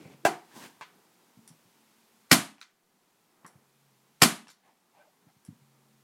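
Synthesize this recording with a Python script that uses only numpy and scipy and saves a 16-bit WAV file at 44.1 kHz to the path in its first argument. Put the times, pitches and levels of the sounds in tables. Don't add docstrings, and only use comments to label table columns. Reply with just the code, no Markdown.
import sys
import numpy as np
from scipy import signal
from scipy.fft import rfft, irfft
from scipy.io import wavfile
from scipy.ndimage import uniform_filter1d

SR = 44100
rng = np.random.default_rng(int(sys.argv[2]) if len(sys.argv) > 2 else 0)


def waveform_to_disk(signal):
    frames = np.transpose(np.atleast_2d(signal))
    scaled = np.clip(frames, -1, 1) * 32767
    samples = np.round(scaled).astype(np.int16)
    wavfile.write(sys.argv[1], SR, samples)


def convert_level_to_amplitude(level_db):
    exponent = np.asarray(level_db, float) / 20
    return 10 ** exponent


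N = 265967


def unit(x):
    return x / np.sqrt(np.mean(x ** 2) + 1e-30)


def colour(x, shape):
    hz, db = np.transpose(shape)
    f = np.maximum(np.arange(len(x) // 2 + 1) * SR / len(x), 1)
    return irfft(rfft(x) * convert_level_to_amplitude(np.interp(np.log(f), np.log(hz), db)), len(x))


def band(x, hz, width_hz):
    return signal.lfilter(*signal.iirpeak(min(hz, SR / 2.2), hz / width_hz, fs=SR), x)


def ring(modes, length_s, scatter_db=3.5):
    t = np.arange(int(length_s * SR)) / SR
    chance = rng.standard_normal((len(modes), 2))
    out = np.zeros(len(t))
    for (hz, db, t60_s), (a, b) in zip(modes, chance):
        level = convert_level_to_amplitude(db + scatter_db * a) * np.sign(b)
        out += level * np.sin(2 * np.pi * hz * t) * convert_level_to_amplitude(-60 * t / t60_s)
    return out


def burst(shape, t60_s, length_s=.1):
    t = np.arange(int(length_s * SR)) / SR
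    noise = unit(colour(rng.standard_normal(4410), shape))
    return noise[:len(t)] * convert_level_to_amplitude(-60 * t / t60_s)


def walk(rate_hz):
    k = int(SR / rate_hz)
    return uniform_filter1d(np.repeat(rng.standard_normal(N // k + 1), k), k)[:N]


def hold(s, held_s, rise_db_s, fall_db_s):
    t = np.arange(N) / SR
    return convert_level_to_amplitude(-rise_db_s * np.maximum(s - t, 0) - fall_db_s * np.maximum(t - s - held_s, 0))


def add(out, s, x, peak_db):
    i = int(s * SR)
    x = x[:N - i]
    out[i:i + len(x)] += x * convert_level_to_amplitude(peak_db) / np.max(np.abs(x))


def excite(walls, s, shape, energy_db):
    click = np.roll(colour(np.eye(1, 2048)[0], shape), 1024)
    i = int(s * SR) - 1024
    walls[i:i + 2048] += click * convert_level_to_amplitude(energy_db) / np.linalg.norm(click)


# centre in Hz, t60 in s, level in dB.
ROOM_BANDS = [(150, 0.1, 0.5), (280, 0.33, 1), (600, 0.18, 1.5), (1120, 0.3, -0.5), (2220, 0.32, 0),
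              (4570, .27, 0.5), (7900, .24, -0.5), (12500, 0.11, 5)]


def room():
    rise_s = .007
    t = np.arange(int(.6 * SR)) / SR
    tail = np.zeros(len(t))
    for hz, t60_s, db in ROOM_BANDS:
        tail += convert_level_to_amplitude(db - 60 * t / t60_s) * band(rng.standard_normal(len(t)), hz, 1.2 * hz)
    tail *= 1 - np.exp(-(t / rise_s) ** 2)
    return tail / np.linalg.norm(tail)


# delay in s, level in dB.
REFLECTIONS = [
    (.0068, -16),
    (.0108, -10),
    (.0146, -10),
    (.024, -14),
]


def echoes():
    response = np.eye(1, 2048)[0]
    for s, db in REFLECTIONS:
        smear = rng.standard_normal(24) * np.exp(-np.arange(24) / 5)
        i = int(s * SR)
        response[i:i + 24] += convert_level_to_amplitude(db) * smear / np.linalg.norm(smear)
    return response


# Hz, density in dB per Hz.
HISS_COLOUR = [(35, -66), (60, -36), (103, -12), (143, -12.5), (176, -3.5), (289, -7.5), (383, -6.5),
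               (598, -13), (850, -9), (1720, -14.5), (1980, -14), (14900, -21), (16300, -28)]
# start in s, held in s, dB over calm.
BUSTLE_AT = [
    (0.0, .2, 5.5),
    (.5, .25, 1),
    (.8, .7, 3),
    (3.47, 0.035, 7),
    (5.27, 0.022, 2),
    (5.5, .5, 1.5),
]


def background():
    hiss_db, air_db, stir_db_s = -67, -70, 150.5
    sag_db, sag_s, duck_db, duck_s = -5.5, 2.5, -7.5, 0.33
    t = np.arange(N) / SR
    noise = colour(rng.standard_normal(N), HISS_COLOUR)
    low = signal.sosfilt(signal.butter(2, 1800, fs=SR, output="sos"), noise)
    stir = 1 + sum((convert_level_to_amplitude(db) - 1) * hold(s, held_s, stir_db_s, stir_db_s) for s, held_s, db in BUSTLE_AT)
    since_s = [t - shot[0] for shot in SHOT_AT]
    sag = np.min([sag_db * (u > 0) * np.exp(-np.abs(u) / sag_s) for u in since_s], axis=0)
    duck = sum(duck_db * (u > 0) * np.exp(-(u / duck_s) ** 2 / 2) for u in since_s)
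    hiss = unit(noise - low) * convert_level_to_amplitude(hiss_db + sag + duck)
    air = unit(low) * stir * convert_level_to_amplitude(air_db + .6 * sag + .4 * duck + 1.2 * walk(8.7))
    return hiss + air


# start in s, held in s, lower hum in dB, upper hum in dB.
GRIP_AT = [
    (0.0, 0.3, -65, -73.5),
    (1.45, 0.33, -88.5, -80),
    (1.8, 0.46, -86.5, -73),
    (3.58, .64, -73.5, -78.5),
    (5.3, 0.22, -85.5, -89.5),
    (5.62, .45, -68.5, -74.5),
]


def frame_hum():
    width_hz, grip_db_s, tremor_db, tremor_hz = 4, 129, 2.5, 11
    out = np.zeros(N)
    for k, hz in enumerate((136, 220)):
        grip = sum(convert_level_to_amplitude(row[2 + k]) * hold(row[0], row[1], grip_db_s, grip_db_s) for row in GRIP_AT)
        phase = 2 * np.pi * np.cumsum(hz + width_hz * walk(11)) / SR
        out += np.sin(phase) * grip * convert_level_to_amplitude(tremor_db * walk(tremor_hz))
    return out


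# start in s, held in s, rasp in dB, rumble over rasp in dB, hiss over rasp in dB.
SLIDE_AT = [
    (0.0, .13, -65, 8, -7.5),
    (.565, 0.097, -54.5, -1.5, -2),
    (4.65, 0.054, -68, -9, -13),
    (4.95, 0.11, -70.5, -11, -18),
]
# Hz, width in Hz, level in dB.
SLIDE_PEAKS = [
    [(714, 330, -9), (2180, 670, -5), (1597, 2900, 0)],
    [(955, 350, 2), (1570, 240, -5), (1520, 1650, 5)],
    [(814, 390, 4.5), (1093, 400, -11), (1680, 910, 0.5)],
    [(832, 245, 2), (1090, 650, 2.5), (1820, 810, -6.5)],
]


def slides():
    attack_db_s, release_db_s, creep_db, creep_db_s = 441, 396, -10, 70
    grains = rng.standard_normal((3, N)) * convert_level_to_amplitude(2.5 * rng.exponential(size=(3, N)))
    rumble = unit(band(band(grains[0], 236, 310), 236, 310))
    hiss = unit(colour(grains[2], [(1500, -30), (3000, 0.0), (8000, -1.5), (15000, -9.0)]))
    out = np.zeros(N)
    for (s, held_s, rasp_db, rumble_db, hiss_db), peaks in zip(SLIDE_AT, SLIDE_PEAKS):
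        rasp = np.zeros(N)
        for hz, width_hz, db in peaks:
            peak = unit(band(band(grains[1], hz, width_hz), hz, 2 * width_hz))
            rasp += convert_level_to_amplitude(db + 3.0 * walk(18)) * peak
        layers = unit(rasp) + convert_level_to_amplitude(rumble_db) * rumble + convert_level_to_amplitude(hiss_db) * hiss
        swell = hold(s, held_s, attack_db_s, release_db_s)
        creep = convert_level_to_amplitude(creep_db) * hold(s, held_s, creep_db_s, creep_db_s)
        out += layers * convert_level_to_amplitude(rasp_db) * (swell + creep)
    return out


# start in s, length in s, Hz, width in Hz, peak in dB.
SQUEAK_AT = [(.02, 0.074, 2300, 200, -56), (4.963, .07, 620, 60, -60), (4.975, 0.08, 1555, 70, -61),
             (5.04, .07, 634, 54, -61), (4.93, 0.088, 850, 250, -63), (4.64, .09, 800, 300, -60),
             (.548, .05, 950, 150, -51), (5.265, .05, 810, 700, -60), (4.97, .08, 2250, 400, -64)]


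def squeaks(air):
    for s, length_s, hz, width_hz, db in SQUEAK_AT:
        swell = np.hanning(int(length_s * SR))
        tone = band(band(rng.standard_normal(8820), hz, width_hz), hz, 2 * width_hz)
        add(air, s, swell * tone[-len(swell):], db)


# start in s, peak in dB, ring in Hz, t60 in s.
THUD_AT = [(0.009, -43, 404, 0.057), (0.052, -41, 162, 0.1), (0.099, -46.5, 159, 0.097),
           (0.141, -48, 236, 0.087), (1.371, -46.5, 226, 0.064), (1.387, -45.5, 221, 0.082),
           (1.501, -48, 163, 0.17), (1.651, -57, 170.3, 0.11), (3.443, -45.5, 239, 0.087),
           (3.551, -46.5, 138, 0.081), (5.267, -51.5, 307, 0.043), (5.363, -57, 137.3, 0.1),
           (5.482, -34, 150, 0.11), (5.609, -55.5, 142, 0.13), (5.483, -43.5, 287, 0.063),
           (5.521, -53, 250, 0.097), (5.27, -54.5, 162.6, .08)]


def thuds(air, wood, walls):
    push = np.gradient(np.hanning(int(.0045 * SR)))
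    for s, db, hz, t60_s in THUD_AT:
        modes = [(hz, 0, t60_s), (1.5 * hz, -5, 0.65 * t60_s), (.72 * hz, -5, t60_s)]
        add(wood, s, np.convolve(ring(modes, .3), push), db - 1)


# start in s, peak in dB, ring in Hz, contact in s, grit in dB.
TAP_AT = [(0.811, -32.5, 1330, 0.0026, -6), (0.815, -37.5, 980, 0.0098, -6.5),
          (0.822, -40, 2170, 0.0033, -13), (2.582, -50.5, 930, 0.004, -6),
          (2.614, -36.5, 1494, 0.0032, -3.5), (3.447, -45, 1114, 0.0024, -7),
          (3.451, -42, 1141, 0.0046, -23), (4.471, -43.5, 1010, 0.0051, -4.5),
          (4.49, -44, 1450, 0.0028, -4), (4.502, -43.5, 4270, 0.0037, -2), (5.464, -59, 1810, 0.0035, -3.5),
          (0.052, -49, 520, 0.0064, -13.5), (0.101, -48, 480, 0.0049, -13.5)]


def taps(air, wood, walls):
    for s, db, hz, contact_s, grit_db in TAP_AT:
        modes = [(hz, 0, 4 * contact_s), (1.68 * hz, -4, 3 * contact_s),
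                 (0.884 * hz, -5, 4 * contact_s), (2.7 * hz, grit_db, 3 * contact_s)]
        grit = [(0.33 * hz, -30), (0.6 * hz, -6), (hz, 0), (1.66 * hz, -3), (2.03 * hz, -9),
                (2.0 * hz, -0.5 + grit_db), (max(7000, 3 * hz), 3 * grit_db), (15000, -19.5 + 3 * grit_db)]
        add(air, s, ring(modes, .06), db + 0.1)
        add(air, s, burst(grit, 8 * contact_s), db - 3.0)
        excite(walls, s, grit, db + 9)


# start in s, peak in dB, low ring in dB, high ring in dB.
CLICK_AT = [
    (1.477, -38.5, -6, 3),
    (2.6054, -54, -10, -3),
    (3.4645, -41, -6, 6.5),
    (4.4822, -44, 2, -3.5),
    (5.45, -44.5, -14, 4.5),
]
# Hz, level in dB, t60 in s.
SWITCH_MODES = [(5450, 4, 0.0093), (7900, -5, .01), (9300, 0, 0.007), (9900, 4, 0.0032)]


def clicks(air, wood, walls):
    for s, db, low_db, high_db in CLICK_AT:
        tilt_db = np.linspace(low_db, high_db, len(SWITCH_MODES))
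        modes = [(hz, d + k, t60_s) for (hz, d, t60_s), k in zip(SWITCH_MODES, tilt_db)]
        snap = [(3500, -7), (5000, low_db + 3), (5700, low_db + 13), (6400, -8), (7400, 1), (8400, 1.5),
                (10000, high_db), (11500, high_db - 3.5), (14000, -29)]
        add(air, s, ring(modes, 0.019), db + 0.1)
        add(air, s, burst(snap, 0.033), db - 3.5)
        excite(walls, s, snap, db + 7)


# start in s, peak in dB.
BODY_KNOCK_AT = [
    (0.25, -11),
]
# Hz, level in dB, t60 in s.
KNOCK_MODES = [(244, -27, 0.04), (323, -14, .09), (436, -11, .08), (540, -11, .08), (800, -10.5, .07),
               (670, -4.5, .05), (747, -5.5, .05), (625.5, -7, 0.07), (983, -16.5, 0.062),
               (1617, -6.5, 0.026), (1964, -14.5, 0.033), (2702, -12, .03), (4530, -14, 0.013)]
# Hz, density in dB per Hz.
KNOCK_NOISE = [(400, -30.5), (900, -10.5), (1500, 2.5), (2300, -3), (4400, -8.5), (6000, -9),
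               (10000, -11.5), (16000, -25)]
# Hz, density in dB per Hz.
KNOCK_TO_WALLS = [(88, -47.5), (150, -10), (264, -17), (321, -2), (534, -11), (730, -4), (1170, -12.5),
                  (1530, -15.5), (1690, -17), (2310, -19.5), (3700, -27.5), (9820, -28.5), (16000, -37.5)]


def knock(air, wood, walls):
    s, db = BODY_KNOCK_AT[0][:2]
    add(air, s, burst(KNOCK_NOISE, 0.073), db - 5)
    add(air, s + 0.00051, ring(KNOCK_MODES[8:], .1), db - 6)
    add(air, s + 0.0027, ring(KNOCK_MODES, .4), db - 2)
    add(wood, s + .0028, ring([(706, 0, 0.027)], .1), db + 1.5)
    add(wood, s - .012, ring(FRAME_MODES[4:9], 0.089), db - 37)
    excite(walls, s + .002, KNOCK_TO_WALLS, db + 15)


# start in s, first strike in dB, second strike in dB, rebound in dB.
SHOT_AT = [
    (2.314, -2, -2.5, -8.5),
    (4.2192, -2, -2, -8),
]
# Hz, level in dB, t60 in s.
SHELL_MODES = [(1455, -1.5, .025), (1893, -1, 0.015), (2365, -3, .02), (3700, -11, 0.019),
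               (4400, -7.5, .015), (5220, -3.5, .015), (5665, -5.5, .012), (7400, -1, 0.014),
               (8860, -7.5, 0.0058), (9500, -6.5, .012), (11500, -5.5, 0.0071), (12700, -10.5, 0.012)]
# Hz, level in dB, t60 in s.
FRAME_MODES = [(120, -10, .2), (150, -1, 0.13), (174, -1.5, .2), (206, -3.5, 0.16), (231.4, -5, 0.17),
               (264, -1, 0.17), (315.6, -4, 0.14), (390.5, -7, 0.1), (556.1, -14, 0.072), (705, -8, .08),
               (1042, -8, 0.069)]
# Hz, density in dB per Hz.
STRIKE_NOISE = [(240, -27.5), (400, 0), (553, -8), (1010, 0), (3160, -3), (3810, -10), (4110, -3),
                (11800, -8.5), (16000, -21.5)]
# Hz, density in dB per Hz.
SHOT_TO_WALLS = [(59, -42), (100, -11), (202, -3), (308, -5.5), (524, -19.5), (676, -7.5), (872, -11.5),
                 (1060, -9), (1310, -11.5), (2320, -13.5), (4870, -17), (5420, -17.5), (10500, -14),
                 (13200, -21), (16000, -31.5)]


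def shots(air, wood, walls):
    coil_s, coil_db, travel_s, travel_db = .017, -47, .004, -24
    stop_lag_s, rebound_s, frame_lag_s, frame_db = .0031, .0176, .002, -12.5
    for s, first_db, second_db, rebound_db in SHOT_AT:
        add(air, s - travel_s, burst(STRIKE_NOISE, .03, travel_s)[::-1], travel_db)
        add(air, s - coil_s, burst(STRIKE_NOISE, .2, coil_s)[::-1], coil_db)
        add(air, s, ring(SHELL_MODES[:6], .06, scatter_db=0), first_db)
        add(air, s + .0008, burst(STRIKE_NOISE, 0.066), first_db - 3.0)
        add(air, s + stop_lag_s, ring(SHELL_MODES, 0.065), second_db - 3.0)
        add(air, s + stop_lag_s, burst(STRIKE_NOISE, 0.011), second_db + 0.26)
        add(air, s + rebound_s, ring(SHELL_MODES[8:], .04), rebound_db)
        boom = np.convolve(ring(FRAME_MODES, .5, scatter_db=.5), np.hanning(40))
        add(wood, s + frame_lag_s, boom, frame_db)
        excite(walls, s + .002, SHOT_TO_WALLS, 12)


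def scene():
    air, wood, walls = np.zeros((3, N))
    squeaks(air)
    for source in (thuds, taps, clicks, knock, shots):
        source(air, wood, walls)
    near = signal.fftconvolve(air, echoes())[:N]
    far = signal.fftconvolve(walls + convert_level_to_amplitude(-12) * wood, room())[:N]
    far = signal.sosfilt(signal.butter(3, 125, "high", fs=SR, output="sos"), far)
    return (near + far + wood + slides() + background() + frame_hum())[None]


def top_cut(x):
    return signal.sosfilt(signal.butter(12, 16330, fs=SR, output="sos"), x)


def record(dry):
    drift_db, top_hz = -100, 16100
    x = signal.sosfilt(signal.butter(4, 100, "high", fs=SR, output="sos"), dry)
    x = np.tanh(x / 1.501) * 1.534
    x += .025 * x ** 2
    drift = colour(rng.standard_normal(N), [(10, 1.5), (30, -4.5), (100, -19.5), (200, -49)])
    x += convert_level_to_amplitude(drift_db) * unit(drift)
    x = signal.sosfilt(signal.ellip(8, .2, 70, top_hz, fs=SR, output="sos"), x)
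    return top_cut(x)


dry = scene()
out = record(dry)
waveform_to_disk(out)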